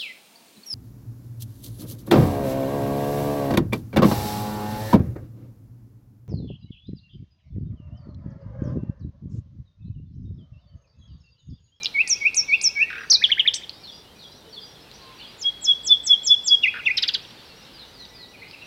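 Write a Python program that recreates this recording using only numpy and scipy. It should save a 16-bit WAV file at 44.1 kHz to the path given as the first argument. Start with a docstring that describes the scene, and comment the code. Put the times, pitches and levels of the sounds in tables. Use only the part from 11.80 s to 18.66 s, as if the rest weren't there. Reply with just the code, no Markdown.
"""A few sharp ticks, then a nightingale's low hooks trade with high arches, a soft burr and quick chips.
Its second phrase is a swelling run of even whistles, two swoops and a hard trill. Each syllable is one
gesture of the syrinx, whose vibrating membranes give a near-pure gliding tone. Leaves scatter each note
and a tree line echoes it. Other birds sing far off, over the faint hum and hiss of the open air."""
import sys
import numpy as np
from scipy import signal
from scipy.fft import rfft, irfft, next_fast_len
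from scipy.io import wavfile
from scipy.ndimage import uniform_filter1d, map_coordinates

SR = 44100
rng = np.random.default_rng(int(sys.argv[2]) if len(sys.argv) > 2 else 0)


def dump(signal):
    """Clip the signal to [-1, 1] and save it as 16-bit WAV at the path in sys.argv[1]."""
    limited = np.clip(np.atleast_2d(signal).T, -1, 1)
    pcm = np.round(limited * 32767).astype(np.int16)
    wavfile.write(sys.argv[1], SR, pcm)


N = 302526


def amp(db):
    """Amplitude ratio of a level in decibels."""
    return 10 ** (np.asarray(db) / 20)


def unit(x):
    """Normalisation to rms 1."""
    return x / np.sqrt(np.mean(x ** 2) + 1e-20)


def along(points, hz):
    """Interpolation of (f/Hz, value) points on a logarithmic frequency axis."""
    f, v = np.transpose(points)
    return np.interp(np.log(hz + 1), np.log(f + 1), v)


def filtered(x, response):
    """Linear filtering: the spectrum is multiplied by a frequency response."""
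    size = next_fast_len(len(x) + SR // 4)
    return irfft(rfft(x, size) * response(np.fft.rfftfreq(size, 1 / SR)), size)[:len(x)]


def coloured(x, points):
    """Spectral shaping by a curve of (f/Hz, gain/dB) points."""
    return filtered(x, lambda hz: amp(along(points, hz)))


def wobble(size, rate):
    """Smooth random modulation: a spline through `rate` random knots a second."""
    knots = rng.standard_normal(int(size * rate / SR) + 4)
    return map_coordinates(knots, [np.arange(size) * rate / SR])


def add(track, s, sound):
    """Superposition: a sound joins the track at s seconds."""
    part = track[max(round(s * SR), 0):][:len(sound)]
    part += sound[:len(part)]


# Spectrum of the air before its second shaping: f/Hz, relative level/dB
AIR_SPECTRUM = [(15, -35), (25, -5), (55, -4), (120, -1), (361, -4.5), (461, -3), (654, -8), (905, -6),
                (1040, -10), (2330, -9.5), (3990, -4.5), (4820, -10.5), (6660, -24.5), (14600, -28.5),
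                (15800, -30.5)]
# Gain at the centre of the hiss's middle band: t/s, gain/dB
MID_HISS_GAIN = [(0, 1), (1.9, -4.5), (2.6, -5), (3.35, 1.5), (4.551, -2), (5.45, 2), (6.05, 1),
                 (6.5, -5.5), (6.86, 0.5)]

def air(dip_db=-4, middle_hz=2700, half_width_octaves=.98):
    """Ambient noise: a steady low hum and a thin hiss whose middle band swells and ebbs."""
    noise = unit(coloured(rng.standard_normal(N), AIR_SPECTRUM))
    hum_and_dip = [(25, -5.5), (40, -5.5), (50, 6), (65, .5), (1300, -1),
                   (2500, dip_db), (4800, dip_db), (7000, -.5)]
    steady = amp(-46.65) * coloured(noise, hum_and_dip)
    middle = filtered(
        steady, lambda hz: np.exp(-.5 * (np.log2((hz + 1) / middle_hz) / half_width_octaves) ** 2))
    swell = amp(np.interp(np.arange(N) / SR, *np.transpose(MID_HISS_GAIN)))
    return steady + middle * (swell - 1)


# Reverberation time of the trees: f/Hz, T60/s
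WOOD_T60 = [(1500, 1), (3000, 0.61), (5500, 0.35), (10000, 0.32)]
# Response of the sound they return: f/Hz, gain/dB
WOOD_RESPONSE = [(1500, -5), (2500, -3), (3400, -4.5), (5500, -1.5), (7000, -1.5), (11000, -20.5)]

def wood(x, build_up_s=.014):
    """Reverberation: the diffuse field among the trees decays exponentially, treble first."""
    hz, t, spectra = signal.stft(rng.standard_normal(SR), SR, nperseg=256)
    decay = amp(-60 * t / along(WOOD_T60, hz)[:, None])
    _, tail = signal.istft(spectra * decay, SR, nperseg=256)
    tail *= 1 - np.exp(-np.arange(len(tail)) / SR / build_up_s)
    return coloured(signal.fftconvolve(x, tail / np.linalg.norm(tail))[:N], WOOD_RESPONSE)


# Reflections from the tree lines: delay/s, gain/dB
TREE_LINES = [(.1, -22.5), (.159, -20.5)]

def echoes(x, cutoff_hz):
    """Discrete reflection: each tree line returns a delayed, low-passed copy."""
    out = np.zeros(N)
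    for delay, db in TREE_LINES:
        add(out, delay, amp(db) * x)
    return filtered(out, lambda hz: 1 / np.sqrt(1 + (hz / cutoff_hz) ** 6))


# Response of the foliage: f/Hz, gain/dB
LEAF_RESPONSE = [(1500, 3), (2400, -3.5), (3400, -2), (5000, -5), (7000, 0), (10000, -1)]

def leaves(x, t60):
    """Multipath scattering: paths through the foliage change as the bird turns and the twigs sway."""
    t = np.arange(SR // 8) / SR
    hop = SR // 5
    padded, window = np.pad(x, (hop, 2 * hop)), np.hanning(2 * hop)
    fade = amp(-60 * t / t60) * (1 - np.exp(-t / .0012))
    out = np.zeros(len(padded))
    for start in range(0, N + hop, hop):
        paths = rng.standard_normal(len(t)) * fade
        segment = padded[start:start + 2 * hop] * window
        add(out, start / SR, signal.fftconvolve(segment, paths / np.linalg.norm(paths)))
    return coloured(out[hop:hop + N], LEAF_RESPONSE)


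def slurs(rows, waver, waver_rate):
    """Frequency modulation: sine glides swell and fade; the shorter one is, the more its pitch shakes."""
    track = np.zeros(N)
    for s, db, first_hz, last_hz, length in rows:
        size = int(length * SR)
        shake = waver * min((SR / 20 / size) ** 2, 2) * wobble(size, waver_rate)
        hz = np.geomspace(first_hz, last_hz, size) * (1 + shake)
        envelope = np.sqrt(2) * amp(db) * signal.windows.tukey(size, .6)
        add(track, s, envelope * np.sin(2 * np.pi * np.cumsum(hz) / SR))
    return track


def chorus(count=230, centre_hz=3900, band_hz=(1900, 6000)):
    """Incoherent superposition: short random slurs of the farthest birds merge into a twitter."""
    jitter, pitch, sweep, loudness, stretch = rng.standard_normal((count, 5)).T
    start = (np.arange(count) + jitter) * N / count / SR
    first_hz = np.clip(centre_hz * np.exp(.25 * pitch), *band_hz)
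    last_hz = np.clip(first_hz * np.exp(.15 * sweep), *band_hz)
    rows = np.transpose([start, -57 + 1.5 * loudness, first_hz, last_hz, .06 * np.exp(.3 * stretch)])
    return slurs(rows, waver=.02, waver_rate=190)


# Faint far calls: t/s, level/dB, first f/Hz, last f/Hz, duration/s
FAR_HOOTS = [(1.08, -57.5, 456, 445, 0.24), (2.6, -55.5, 456, 442, 0.23), (3.15, -58.5, 1092, 1013, .27),
             (6.2, -59, 2002, 1946, 0.31)]

def hoots():
    """Pure tones, long and low, that sag slightly in frequency."""
    return slurs(FAR_HOOTS, waver=.4, waver_rate=65)


def repeated(motif, entries, detune=.015):
    """Repetition with random detuning: each slur of a motif returns at a slightly different pitch."""
    tunings = 1 + detune * rng.standard_normal((len(entries), len(motif)))
    return [(s + lag, db + slur_db, first_hz * tuning, last_hz * tuning, length)
            for (s, db), row in zip(entries, tunings)
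            for (lag, slur_db, first_hz, last_hz, length), tuning in zip(motif, row)]


# Two falling motifs: lag/s, relative level/dB, first f/Hz, last f/Hz, duration/s
STEP_MOTIF = [(-.04, -16, 5700, 5500, .05), (0, 0, 4650, 4000, .037), (.035, 2, 3750, 3130, .05),
              (.08, -5.5, 4850, 4720, .065), (.12, -15, 5727, 5400, .055)]
SIGH_MOTIF = [(0, -3.5, 5190, 4380, .062), (.046, 0.5, 4460, 3520, .082)]
# Their entries: t/s, level/dB
STEP_ENTRIES = [(0.276, -44), (0.685, -41), (2.03, -40.5), (2.384, -46), (2.722, -39.5), (3.38, -44.5),
                (5.535, -54)]
SIGH_ENTRIES = [(5.925, -44), (6.128, -44.5), (6.332, -42.5)]
# Upslurs: t/s, level/dB, first f/Hz
UPSLURS = [(.12, -44, 3750), (1.921, -47, 4310), (2.505, -50, 4410), (3.133, -50.5, 5050),
           (3.208, -47, 4100), (5.412, -52.5, 5000), (5.815, -50, 4800), (6.28, -52.5, 5000),
           (6.672, -51, 4460)]
# Lower chirps of another bird: t/s, level/dB, first f/Hz, last f/Hz
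FAR_CHIRPS = [(3.305, -52.5, 1970, 2890), (3.385, -54, 2265, 2430), (3.39, -41, 2690, 3180),
              (6.531, -45, 2630, 2245), (6.612, -40, 1922, 2715), (6.725, -41, 2966, 2390),
              (6.809, -41.5, 2890, 2500)]

def far_birds(rise_ratio=1.22, rise_s=.034, chirp_s=.036):
    """Frequency sweeps from afar: two recurring motifs, short upslurs and a few lower chirps."""
    motifs = repeated(STEP_MOTIF, STEP_ENTRIES) + repeated(SIGH_MOTIF, SIGH_ENTRIES)
    rises = [(s, db, hz, hz * rise_ratio, rise_s) for s, db, hz in UPSLURS]
    chirps = [(*chirp, chirp_s) for chirp in FAR_CHIRPS]
    return slurs(motifs + rises + chirps, waver=.018, waver_rate=450)


# Dry clicks: t/s, level/dB, hollowness (0 flat, 1 resonant)
CLICKS = [(1.327, -20.5, .4), (1.895, -17.5, 0.86), (3.115, -32.5, 0.63), (6.253, -30, 1),
          (6.712, -30, 0.81)]
# Their resonance at hollowness 1: f/Hz, relative level/dB
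CLICK_RESONANCE = [(200, -29.5), (1500, -19.5), (3000, -1), (4500, 14.5), (6500, -25), (15000, -43.5)]

def clicks(t60=.0054):
    """Damped transients: noise bursts, coloured by a resonance, die within milliseconds."""
    track = np.zeros(N)
    t = np.arange(-SR // 200, SR // 50) / SR
    fade = amp(-60 * np.abs(t) / t60) * (t >= 0)
    for s, db, hollow in CLICKS:
        noise = fade * rng.standard_normal(len(t))
        burst = filtered(noise, lambda hz: amp(hollow * along(CLICK_RESONANCE, hz)))
        add(track, s + t[0], amp(db) * burst * np.linalg.norm(fade) / np.linalg.norm(burst))
    return track


# Faint held tones: t/s, level/dB, first f/Hz, last f/Hz, duration/s
SOFT_HELD_TONES = [(0, -41, 2360, 2444, 0.063), (0, -39, 4100, 3860, 0.039), (.215, -43, 2170, 1820, 0.087),
                   (.94, -44, 1570, 2080, 0.19), (1.325, -43, 2250, 2580, 0.1)]

def soft_held_tones():
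    """Faint gliding pure tones: opening echoes and undertones beneath the nightingale's syllables."""
    return slurs(SOFT_HELD_TONES, waver=.003, waver_rate=87)


# Transmission of the beak, applied to all partials but the fundamental: f/Hz, gain/dB
BEAK_RESPONSE = [(6000, 3.5), (7500, -12.5), (9000, -13), (14000, -7)]
# Noise of a forced syrinx: f/Hz, relative level/dB
RASP_SPECTRUM = [(700, -49), (1500, -25.5), (3000, 4), (4800, 5), (6500, -18.5), (8500, -30),
                 (13000, -24.5), (16000, -44)]

def syrinx(gesture, notes, second_db, third_db, waver, half_db=None, rasp_db=None):
    """Membrane oscillation: a tone with weak harmonics, its gesture scaled to each note's f and length."""
    track = np.zeros(N)
    ms, pitch, level = np.transpose(gesture)
    knots = np.sort(ms - ms.min()) / np.ptp(ms)
    partials = [(2, second_db), (3, third_db)]
    if half_db is not None:
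        # period doubling under hard pressure adds lines halfway between the harmonics
        partials += [(.5, half_db), (1.5, half_db)]
    for s, db, top_hz, length, *bend in notes:
        # a bend, where given, tilts the gesture about its top
        semitones = (bend[0] if bend else 0) * (knots - knots[pitch.argmax()])
        contour = top_hz * pitch / pitch.max() * 2 ** (semitones / 12)
        progress = np.linspace(0, 1, int(length * SR))
        size = len(progress)
        # the muscles round off every turn of the pitch
        hz = uniform_filter1d(np.interp(progress, knots, contour), size=130, mode="nearest")
        phase = 2 * np.pi * np.cumsum(hz * (1 + waver * wobble(size, 700))) / SR
        tone = np.sin(phase)
        for k, partial_db in partials:
            tone += amp(partial_db + along(BEAK_RESPONSE, k * hz)) * np.sin(k * phase) * (k * hz < SR / 2)
        if rasp_db is not None:
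            # the hardest notes break partly into noise
            tone += amp(rasp_db) * unit(coloured(rng.standard_normal(size), RASP_SPECTRUM))
        envelope = uniform_filter1d(amp(db + np.interp(progress, knots, level)), size=30, mode="nearest")
        add(track, s, np.sqrt(2) * envelope * tone * signal.windows.tukey(size, .06))
    return track


# Gesture of one burr pulse: t/ms, f/Hz, level/dB
BURR_GESTURE = [(0, 1900, -4.5), (3, 1800, 2.5), (7, 1320, -1.5), (9, 1883, -9.5), (13, 1403, -3),
                (18, 1900, -11)]
# Pulse trains: t/s, duration/s, period/s, level/dB, top f/Hz, pulse duration/s
BURR_TRAINS = [(1.101, .15, .0264, -31.5, 1890, 0.017), (4.939, .055, .0153, -33, 1812, .017)]

def burrs(fade_db=1.04):
    """Roughness from pulsing: one even train in each phrase, every pulse softer than the last."""
    pulses = [(s + lag, db - fade_db * k, hz, pulse_s)
              for s, length, period, db, hz, pulse_s in BURR_TRAINS
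              for k, lag in enumerate(np.arange(0, length, period))]
    return syrinx(BURR_GESTURE, pulses, second_db=-16.5, third_db=-27.5, waver=.056)


# Gestures that open the first phrase: t/ms, f/Hz, level/dB
TICK_GESTURE = [(0, 4800, -20), (2, 4200, 0), (4, 3600, -2), (6, 3200, -20)]
HOOK_GESTURE = [(0, 2260, -32), (10, 2290, -15), (18, 2280, -9.5), (34, 2200, -8), (46, 2290, -5),
                (58, 2490, -1), (67, 2620, 0), (77, 2780, -6), (83, 2650, -26)]
ARCH_GESTURE = [(0, 3200, -22), (3, 5200, -8), (7, 8600, -23), (13, 10000, -23), (22, 7250, -14),
                (29, 6150, -3), (42, 5600, 0), (63, 5300, -1), (68, 4800, -16)]
# Their notes: t/s, level/dB, top f/Hz, duration/s
TICK_NOTES = [(.032, -23.5, 7200, 0.0047), (.045, -22, 6240, 0.0059), (.057, -14, 4840, 0.0037),
              (0.065, -20.5, 4640, 0.005)]
HOOK_NOTES = [(.139, -14, 2742, 0.086), (0.404, -14, 2737, 0.085), (.677, -13, 2779, .083),
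              (0.951, -14, 2777, 0.091)]
ARCH_NOTES = [(0.273, -16.5, 10270, 0.069), (0.543, -16, 10210, 0.066), (0.811, -15.5, 9900, 0.075)]

def ticks_hooks_and_arches():
    """Contrast of register: after noisy ticks, low, nearly sinusoidal hooks alternate with high arches."""
    hooks = syrinx(HOOK_GESTURE, HOOK_NOTES, second_db=-42, third_db=-43, waver=.0015)
    ticks = syrinx(TICK_GESTURE, TICK_NOTES, second_db=-37.5, third_db=-44, waver=.085, rasp_db=-11)
    arches = syrinx(ARCH_GESTURE, ARCH_NOTES, second_db=-34.5, third_db=-55, waver=.0031)
    return ticks + hooks + arches


# Gestures that close the first phrase: t/ms, f/Hz, level/dB
PEAK_GESTURE = [(0, 3300, -24), (3, 5500, -9), (8, 6400, -3), (13, 5700, 0), (18, 5000, 0), (24, 4450, -1),
                (30, 4200, -5), (33, 4050, -16)]
CHIP_GESTURE = [(0, 1680, -34), (8, 1750, -21), (20, 2450, -13), (24, 2800, -42), (27, 4000, -32),
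                (29, 3620, -1), (40, 3130, -3), (49, 2650, -26)]
SQUEAK_GESTURE = [(0, 3300, -14), (3, 4600, 0), (8, 7600, -2), (13, 8900, -11), (33, 7500, -11),
                  (37, 7300, -26)]
# Their notes: t/s, level/dB, top f/Hz, duration/s
PEAK_NOTES = [(1.298, -10.5, 6360, .033), (1.324, -11.5, 5780, .039)]
CHIP_NOTES = [(1.411, -8, 3970, 0.049), (1.49, -10, 3760, 0.047), (1.569, -10.5, 3770, 0.045),
              (1.648, -9, 4040, 0.048)]
SQUEAK_NOTES = [(1.735, -26.5, 8790, .039), (1.738, -22, 6430, 0.034)]

def peaks_chips_and_squeak():
    """Rapid frequency sweeps, up then down: two peaks, four chips and a rasping two-tone squeak."""
    peaks = syrinx(PEAK_GESTURE, PEAK_NOTES, second_db=-43, third_db=-49.5, waver=.003)
    chips = syrinx(CHIP_GESTURE, CHIP_NOTES, second_db=-42.5, third_db=-44, waver=.011)
    squeak = syrinx(SQUEAK_GESTURE, SQUEAK_NOTES, second_db=-28, third_db=-42.5, waver=.0081, rasp_db=-19)
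    return peaks + chips + squeak


# Gestures that open the second phrase: t/ms, f/Hz, level/dB
SLIDE_GESTURE = [(0, 7550, -32), (22, 7950, -15), (33, 7350, -13), (41, 6450, -5), (48, 5650, 0),
                 (55, 5220, -2), (64, 5230, -10), (72, 5200, -24)]
WHISTLE_GESTURE = [(0, 3400, -32), (9, 3380, -17), (18, 3375, -10.5), (27, 3390, -2), (40, 3390, 0),
                   (57, 3300, -4), (69, 3250, -13), (74, 3080, -30)]
# The run: t/s, then level/dB, top f/Hz, bend/semitones for the slide and again for the whistle
RUN_NOTES = [(3.580, -29.5, 7370, 1.4, -17.5, 3240, 1), (3.809, -22, 7820, 0.04, -10.5, 3385, .15),
             (4.032, -22, 7940, -.7, -8.8, 3545, -.5), (4.23, -21, 8070, -.7, -8.3, 3460, -.55),
             (4.431, -17, 7610, .6, -7.8, 3444, .1), (4.638, -16.5, 7605, -1.35, -7.8, 3375, .1)]

def even_run(note_s=.069, handover_s=.053):
    """Overlapping tones: six times a slide falls from on high and a whistle takes over before it ends."""
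    slides = [(s, db, hz, note_s, bend) for s, db, hz, bend, *_ in RUN_NOTES]
    whistles = [(s + handover_s, db, hz, note_s, bend) for s, *_, db, hz, bend in RUN_NOTES]
    return (syrinx(WHISTLE_GESTURE, whistles, second_db=-45, third_db=-43, waver=.001)
            + syrinx(SLIDE_GESTURE, slides, second_db=-32.5, third_db=-61.5, waver=.003))


# Gestures that close the second phrase: t/ms, f/Hz, level/dB
FLICK_GESTURE = [(0, 2900, -16), (6, 3450, -1), (11, 3650, 0), (15, 3700, -14)]
SWOOP_GESTURE = [(0, 2700, -19), (5.97, 2880, -2), (11.1, 2750, -.5), (20.65, 2330, -5), (30, 2030, -12.5),
                 (40.7, 2050, -12), (54.4, 2540, -2.5), (65.8, 2600, -20)]
TRILL_GESTURE = [(0, 4900, -24), (3, 5250, -7), (8, 4750, -3), (11, 4050, -3), (14, 3600, 0),
                 (18, 3050, -8), (23, 2650, -20)]
# Swoop and trill notes: t/s, level/dB, top f/Hz, duration/s
SWOOP_NOTES = [(4.832, -12, 2873, .064), (5.06, -13.5, 2780, .065)]
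TRILL_NOTES = [(5.169, -15, 5600, .023), (5.222, -15.5, 5080, .024), (5.277, -16, 5250, .023),
               (5.336, -17.5, 5160, .024)]

def swoops_and_trill(flick_lead_s=.0075, flick_gain_db=-13.5, flick_hz=3650, flick_s=.014):
    """Period doubling roughens a hard trill, after two clean swoops that each begin with a flick."""
    flick_notes = [(s - flick_lead_s, db + flick_gain_db, flick_hz, flick_s) for s, db, *_ in SWOOP_NOTES]
    flicks = syrinx(FLICK_GESTURE, flick_notes, second_db=-28, third_db=-47, waver=.0095)
    swoops = syrinx(SWOOP_GESTURE, SWOOP_NOTES, second_db=-36, third_db=-37.5, waver=.005)
    trill = syrinx(TRILL_GESTURE, TRILL_NOTES, second_db=-38, third_db=-46, waver=.032,
                   half_db=-23, rasp_db=-15)
    return flicks + swoops + trill


def nightingale():
    """Superposition of all the syllables of both phrases."""
    return (ticks_hooks_and_arches() + burrs() + peaks_chips_and_squeak()
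            + swoops_and_trill() + even_run())


def scene():
    """Direct, scattered and reflected sound of the near and far birds adds to the ambient noise."""
    direct = nightingale() + soft_held_tones() + clicks()
    near = direct + leaves(amp(-3.5) * direct, t60=.082) + wood(amp(-15.5) * direct)
    near += echoes(direct, cutoff_hz=2940)
    calls = far_birds() + chorus() + hoots()
    # from afar, about as much sound arrives by way of the foliage as straight
    far = amp(-3.6) * calls + amp(-2) * leaves(calls, t60=.15) + amp(-4) * wood(calls)
    return (near + far + air())[None]


def record(dry, top_hz=15900):
    """Band limiting: an ideal low-pass filter removes everything above top_hz."""
    return filtered(dry[0], lambda hz: hz < top_hz)[None]


dry = scene()
out = record(dry)
dump(out)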